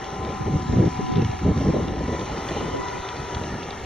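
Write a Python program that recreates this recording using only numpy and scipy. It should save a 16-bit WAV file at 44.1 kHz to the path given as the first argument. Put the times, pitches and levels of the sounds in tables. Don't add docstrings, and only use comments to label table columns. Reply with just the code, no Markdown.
import sys
import numpy as np
from scipy import signal
from scipy.fft import rfft, irfft, next_fast_len
from scipy.io import wavfile
from scipy.ndimage import uniform_filter1d, minimum_filter1d, map_coordinates

SR = 44100
rng = np.random.default_rng(int(sys.argv[2]) if len(sys.argv) > 2 else 0)


def voltage_ratio(decibels):
    exponent = np.asarray(decibels, float) / 20
    return 10 ** exponent


def file_out(sig):
    cols = np.atleast_2d(sig).T
    lim = np.clip(cols, -1, 1)
    pcm = np.round(lim * 32767).astype(np.int16)
    wavfile.write(sys.argv[1], SR, pcm)


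N = 169785

# f/Hz, likeness/1
WIND_COHERENCE = [(80, 1), (400, 0.91)]


def unit(x):
    return x / np.sqrt(np.mean(x ** 2) + 1e-20)


def along(points, hz):
    f, v = np.transpose(points)
    return np.interp(np.log(hz + 1), np.log(f + 1), v)


def curves(rows):
    s, *columns = np.transpose(rows)
    return [np.interp(np.arange(N) / SR, s, column) for column in columns]


def wobble(rate):
    return map_coordinates(rng.standard_normal(N // 100), [np.arange(N) * rate / SR])


def filtered(x, response):
    m = next_fast_len(N + SR // 2)
    return irfft(rfft(x, m) * response(np.fft.rfftfreq(m, 1 / SR)), m)[..., :N]


def rush(spectrum, alike, patchy_db):
    z = signal.stft(rng.standard_normal((2, N)), nperseg=512)[2]
    field = uniform_filter1d(rng.standard_normal(z.shape[1:]), 6, 0)
    field = uniform_filter1d(field, 14, 1)
    pair = signal.istft(z * voltage_ratio(patchy_db * unit(field)), nperseg=512)[1][:, :N]

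    def shares(hz):
        turn = np.arccos(np.clip(along(alike, hz), -1, 1)) / 2
        return voltage_ratio(along(spectrum, hz)) * [np.cos(turn), np.sin(turn)]

    mid, side = filtered(pair, shares)
    return unit(np.array([mid + side, mid - side]))


def exhaust(turns, load_db):
    # f/Hz, width/Hz, level/dB
    modes = [(374, 116, 1.5), (815, 181, 0), (977, 57, 1), (1308, 277, -7), (2110, 200, -4)]
    jitter, gas_share = 0.2005, 0.48
    fire = 3 * turns
    count = np.arange(1, int(fire[-1]))
    uneven = rng.standard_normal((len(count), 2))
    at = np.interp(count + jitter * uneven[:, 0], fire, np.arange(N)).astype(int)
    pulses = np.bincount(at, voltage_ratio(3 * uneven[:, 1]), N)
    gas = rng.standard_normal(N) * (1 + 0.28 * np.cos(2 * np.pi * fire))
    drive = np.sqrt(1 - gas_share) * unit(pulses - pulses.mean()) + np.sqrt(gas_share) * unit(gas)

    def pipe(f):
        return sum((-1) ** k * voltage_ratio(db) * 1j * f * width / (c * c - f * f + 1j * f * width)
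                   for k, (c, width, db) in enumerate(modes))

    rung = unit(filtered(filtered(drive, pipe), pipe))
    return voltage_ratio(-37) * voltage_ratio(load_db - load_db.mean()) * rung


def orders(turns, multiples, levels_db, unsteady_db):
    total = 0
    for k, db in zip(multiples, levels_db):
        phase = 2 * np.pi * k * turns + 0.015 * k * wobble(25)
        total = total + np.sqrt(2) * voltage_ratio(db + unsteady_db * wobble(6.6)) * np.sin(phase)
    return total


def shaft_orders(turns, low_db, band_db, load_db):
    # order/1, and their level/dB
    low_orders, low_levels = [18, 19, 20], [2.5, -4, -8.5]
    # order/1, and their level/dB
    side_orders, side_levels = [23, 25, 42, 46], [-5, -16.5, -23.5, -17]
    # order/1, and their level under the load/dB
    high_orders, high_levels = [36, 42, 45, 46.3, 51, 63, 69.5], [-27, -21, -23, -18, -23, -28, -22]
    low = voltage_ratio(low_db) * orders(turns, low_orders, low_levels, unsteady_db=1.0)
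    sidebands = voltage_ratio(band_db) * orders(turns, side_orders, side_levels, unsteady_db=3.0)
    high = voltage_ratio(load_db) * orders(turns, high_orders, high_levels, unsteady_db=2.5)
    return low + sidebands + high


def main_whine(turns, whine_db):
    # t/s, left over right level/dB
    whine_lean = [(0, 17), (1.1, 3.5), (1.4, -0.5), (2.5, -7), (3.3, 3.5)]
    lean_db, = curves(whine_lean)
    phase = 2 * np.pi * 24 * turns + 0.76 * wobble(30)
    tone = np.sqrt(2) * voltage_ratio(whine_db + 1.8 * wobble(14)) * np.sin(phase)
    return tone * voltage_ratio([lean_db / 3, -lean_db * 2 / 3])


def engine_roar(load_db):
    # f/Hz, density level/dB per Hz
    roar_spectrum = [(30, -13.5), (70, -2), (330, -17), (600, -16.5), (900, -11), (2000, -19.5),
                     (4000, -23.5), (12000, -29.5)]
    # f/Hz, likeness/1
    coherence = [(100, 1), (400, 0.15), (1400, 0.79), (1800, 0.23), (7000, 0.94)]
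    return voltage_ratio(load_db + 4 + 0.49 * wobble(11)) * rush(roar_spectrum, coherence, patchy_db=2.0)


def bounce(x):
    # t/s, delay of the reflected path/s
    path_delay = [(0, 0.001917), (1.6, 0.00198), (2.4, 0.001866), (3.1, 0.00182), (3.85, 0.00202)]
    delay, = curves(path_delay)
    upper = filtered(x, lambda f: 1 / (1 + (1250 / (f + 1)) ** 8) / (1 + (f / 2900) ** 4))
    when = np.arange(N) - delay * SR
    return x - voltage_ratio(-4.5) * np.array([map_coordinates(channel, [when]) for channel in upper])


def engine():
    # t/s, shaft speed f/Hz, whine level/dB, sideband level/dB, low order level/dB, load level/dB
    running = [(0.0, 42.96, -47, -62, -42.5, -41), (0.49, 42.5, -39.5, -61, -40, -41.5),
               (0.8, 41.12, -42.5, -56.5, -46.5, -40), (1.06, 41.93, -37.5, -53, -38, -40.5),
               (1.38, 41.32, -45, -69.5, -45, -40), (1.52, 42.53, -43.5, -44, -42, -42),
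               (1.7, 43.86, -41.5, -40, -48.5, -39), (1.97, 42.32, -45.5, -39, -44, -42.5),
               (2.17, 42.9, -42, -34, -53, -39.5), (2.3, 43.9, -47, -48, -45, -38.5),
               (2.5, 44.15, -45, -40.5, -55, -37), (2.87, 42.68, -42, -32, -56, -39),
               (3.1, 41.28, -40, -43, -48, -39.5), (3.32, 40.63, -36, -44, -54, -38.5),
               (3.47, 39.9, -47, -39.5, -53, -39.5), (3.75, 40.66, -49, -65, -54, -40),
               (3.85, 41.3, -58.5, -46, -43, -40)]
    speed, whine_db, band_db, low_db, load_db = curves(running)
    turns = np.cumsum(speed) / SR
    rough = bounce(exhaust(turns, load_db) + engine_roar(load_db))
    return shaft_orders(turns, low_db, band_db, load_db) + rough + main_whine(turns, whine_db)


def breeze():
    # t/s, steady wind level/dB
    wind_level = [(0.0, -37), (0.23, -30), (0.71, -25), (0.97, -29.5), (1.23, -30.5), (1.64, -18.5),
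                  (2.3, -28), (2.56, -27.5), (2.73, -30.5), (2.91, -38.5), (3.4, -29), (3.85, -36.5)]
    # f/Hz, density level/dB per Hz
    rumble_spectrum = [(25, -29.5), (60, 1.5), (150, -3.5), (380, -4.5), (620, -8.5), (850, -26.5),
                       (1500, -86.5)]
    breeze_db, = curves(wind_level)
    lumps = voltage_ratio(2.4 * wobble(45) + .8 * wobble(9))
    rumble = unit(lumps * rush(rumble_spectrum, WIND_COHERENCE, patchy_db=1.2))
    return voltage_ratio(breeze_db - 3.5) * rumble


def crosswind():
    # t/s, level/dB
    cross_level = [(0, -42.5), (.3, -57), (.41, -29), (.58, -38), (.75, -20.5), (.87, -29), (1.08, -27),
                   (1.22, -25.5), (1.38, -29), (1.62, -45), (1.77, -28.5), (2, -54.5), (2.5, -44),
                   (2.8, -28), (3.1, -45.5), (3.45, -53), (3.6, -42), (3.85, -79)]
    # f/Hz, density level/dB per Hz
    cross_spectrum = [(60, -17.5), (150, 0), (400, 3.5), (800, -3), (1300, -16.5), (1700, -35.5),
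                      (2500, -94.5)]
    cross_db, = curves(cross_level)
    noise = rush(cross_spectrum, WIND_COHERENCE, patchy_db=-7)[0]
    return voltage_ratio(cross_db + 2.2 * wobble(14)) * noise * [[1], [-1]]


def grit():
    # t/s, peak level/dB, pitch f/Hz
    pebbles = [(0.0418, -31, 3420), (0.2483, -31, 3650), (0.853, -31, 3600), (0.929, -49, 3520),
               (1.064, -33, 2900), (1.1206, -37, 3440), (1.1563, -28, 3560), (1.5758, -29.5, 4660),
               (1.8813, -30.5, 2780), (2.195, -31, 3624), (2.381, -31.5, 3080), (2.4872, -24, 3443),
               (2.5734, -29, 3080), (2.8834, -29.5, 3548), (3.0884, -25, 3360), (3.1652, -28.5, 3443),
               (3.3475, -24, 3340), (3.436, -29.5, 3800), (3.6306, -29, 3580), (3.706, -26, 3550),
               (1.2185, -27.5, 1990),
        (1.2471, -25, 2200),
        (1.313, -30.5, 1860),
    ]
    grains_per_s, grain_db, grain_hz = 270, -54, 3560
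    hits = [(s, db - 4, hz) for s, db, hz in pebbles]
    for a, b, c in rng.random((int(grains_per_s * N / SR), 3)):
        hits.append((a * N / SR, grain_db - 4 * np.log(b + 0.012), grain_hz * voltage_ratio(8 * (c - .5))))
    out = np.zeros(N + SR)
    t = np.arange(SR // 32) / SR
    rise = 1 - np.exp(-t / 0.00075)
    for s, db, hz in hits:
        modes = np.sin(2 * np.pi * hz * t) + voltage_ratio(-1) * np.sin(2 * np.pi * 1.32 * hz * t)
        ring = modes * voltage_ratio(-60 * t / .03)
        crack = voltage_ratio(11 - 60 * t / .016) * rng.standard_normal(len(t))
        out[round(s * SR):][:len(t)] += voltage_ratio(db) * (ring + crack) * rise
    return filtered(out[:N], lambda f: 1 / (1 + (1700 / (f + 1)) ** 4) / (1 + (f / 5600) ** 8))


def gusts():
    gust_events = [(0.408, 0.023, -25.5, -11.5), (0.461, 0.029, -25, 1), (0.494, 0.049, -25, -7),
                   (0.539, 0.03, -18, -9), (0.583, 0.023, -39, 8), (0.657, 0.016, -28, -29),
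                   (0.69, 0.025, -23, -10), (0.728, 0.019, -20, -1.5), (0.757, 0.034, -18.5, -5),
                   (0.785, 0.027, -12.5, -5.5), (0.817, 0.03, -21.5, 2.5), (0.856, 0.027, -16, -5.5),
                   (0.955, 0.017, -30, -17), (0.988, 0.024, -24, -1.5), (1.115, 0.025, -27.5, -11),
                   (1.15, 0.025, -21, -14), (1.166, 0.04, -18.5, -5), (1.212, 0.025, -20.5, -1),
                   (1.238, 0.03, -21, -15.5), (1.29, 0.02, -23, -18.5), (1.329, 0.017, -32.5, -11.5),
                   (1.411, 0.045, -29.5, -2.5), (1.453, 0.036, -20.5, -1), (1.484, 0.038, -17, -7.5),
                   (1.561, 0.03, -20, -10), (1.601, 0.032, -29.5, 3.5), (1.645, 0.035, -22, -3),
                   (1.686, 0.02, -16, -3), (1.697, 0.011, -22.5, -12), (1.736, 0.038, -27.5, 4),
                   (1.784, 0.028, -28, 1.5), (1.828, 0.033, -31.5, -1), (1.873, 0.044, -33.5, -1.5),
                   (1.947, 0.026, -34, -0.5), (2.003, 0.02, -28, -0.5), (2.08, 0.022, -31, 4),
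                   (2.116, 0.037, -31.5, 3), (2.189, 0.05, -31.5, -3), (2.507, 0.031, -34, -0.5),
                   (2.554, 0.031, -34, 1), (2.609, 0.015, -31.5, 2.5), (2.651, 0.043, -33.5, -2.5),
                   (3.131, 0.029, -36, -4.5), (3.397, 0.032, -34, -4), (3.514, 0.057, -33, -7)]
    rise_s, fall_s = .007, .012
    t = np.arange(N) / SR

    def edge(u):
        return 1 / (1 + np.exp(-np.clip(4 * u, -50, 50)))

    power = 0
    for s, hold, db, middle_db in gust_events:
        shape = edge((t - s) / rise_s) * edge((s + hold - t) / fall_s)
        power = power + (voltage_ratio([[db], [db + middle_db]]) * shape) ** 2
    return np.sqrt(power)


def beat(spectrum):
    x = rush(spectrum, WIND_COHERENCE, patchy_db=1.5)
    power = np.abs(uniform_filter1d(np.mean(x ** 2, 0), SR // 50))
    return unit(x / np.sqrt(power + 0.15))


def buffet(gust):
    # f/Hz, density level/dB per Hz
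    thump_spectrum = [(25, -35.5), (50, -8.5), (75, -1.5), (130, 0), (190, -1), (250, -27.5), (400, -68.5)]
    flap_spectrum = [(120, -48), (190, -6), (230, 0), (340, -2.5), (420, -8), (520, -21), (700, -72.5)]
    rasp_spectrum = [(300, -51.5), (420, 2.5), (520, -2), (640, -7), (760, -15.5), (950, -61.5)]
    # t/s, top part relative to the middle part level/dB
    rasp_level = [(0, -5), (1.1, -13.5), (1.3, -21.5), (1.45, -9.5), (1.75, -2), (2.7, -0.5), (3.85, -0.5)]
    rasp_db, = curves(rasp_level)
    middle = beat(flap_spectrum) + voltage_ratio(rasp_db) * beat(rasp_spectrum)
    return gust[0] * beat(thump_spectrum) + gust[1] * middle


def wind_filter(gust, sound):
    depth_db, threshold_db, memory_s = 30, -24, .13
    low = filtered(sound.mean(0), lambda f: 1 / (1 + (f / 700) ** 24) / (1 + (352 / (f + 1)) ** 6))
    held = -minimum_filter1d(-gust[0], int(memory_s * SR))
    windy = np.abs(uniform_filter1d(held, SR // 20)) / voltage_ratio(threshold_db)
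    return low * (1 - voltage_ratio(-depth_db * np.tanh(windy ** 2)))


def clods():
    # t/s, peak level/dB, pitch f/Hz
    lumps = [
        (2.003, -23, 614),
        (2.293, -22.5, 847),
        (2.565, -22.5, 818),
    ]
    t = np.arange(N) / SR
    total = 0
    for s, db, hz in lumps:
        after = np.maximum(t - s, 0)
        decay = voltage_ratio(db - 60 * after / 0.1)
        total = total + decay * (1 - np.exp(-after / 0.0019)) * np.sin(2 * np.pi * hz * after)
    return total


def two_ports(x):
    # f/Hz, left over right level/dB
    port_lean = [(600, -1.5), (1000, 5), (1350, 5.5), (1700, 5.5), (3000, -0.2)]
    # f/Hz, phase by which the left leads/rad
    port_lead = [(300, -0.0056), (1030, 1.64), (1300, -0.28), (4300, 0.76), (4700, 0.97)]

    def response(f):
        level = voltage_ratio(np.outer([.5, -.5], along(port_lean, f)))
        return level * np.exp(np.outer([.5j, -.5j], along(port_lead, f)))

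    return filtered(x, response)


def gate(x):
    hz, _, z = signal.stft(x, SR, nperseg=2048)
    power = uniform_filter1d(np.abs(z) ** 2, size=8, axis=0)
    power = np.abs(uniform_filter1d(power, size=2, axis=1))
    limit = power[np.searchsorted(hz, 6000)].mean() * voltage_ratio(2 * -13)
    passed = (power > limit) | (hz[:, None] < 4500)
    return signal.istft(z * passed, SR, nperseg=2048)[1][:N]


def scene():
    gust = gusts()
    sound = two_ports(engine() + grit() + clods()) + breeze()
    return sound - wind_filter(gust, sound) + buffet(gust) + crosswind()


def top_cut(x):
    return signal.sosfilt(signal.butter(12, 11950, fs=SR, output="sos"), x)


def record(dry):
    # f/Hz, level/dB
    sum_response = [(4000, 0), (4700, -6.5), (5030, -15), (5350, -0.5), (6400, -0.5), (6900, -10.5),
                    (8100, -19.5), (8300, -120)]
    # f/Hz, level/dB
    difference_response = [(1400, -3.5), (1600, -14.5), (3000, -4.5), (4250, -22.5), (4700, 0), (6000, 6.5),
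                           (9700, -5), (11300, -1.5)]
    mid = gate(filtered(dry.mean(0), lambda f: voltage_ratio(along(sum_response, f))))
    side = filtered((dry[0] - dry[1]) / 2, lambda f: voltage_ratio(along(difference_response, f)))
    return top_cut(np.array([mid + side, mid - side]))


dry = scene()
out = record(dry)
file_out(out)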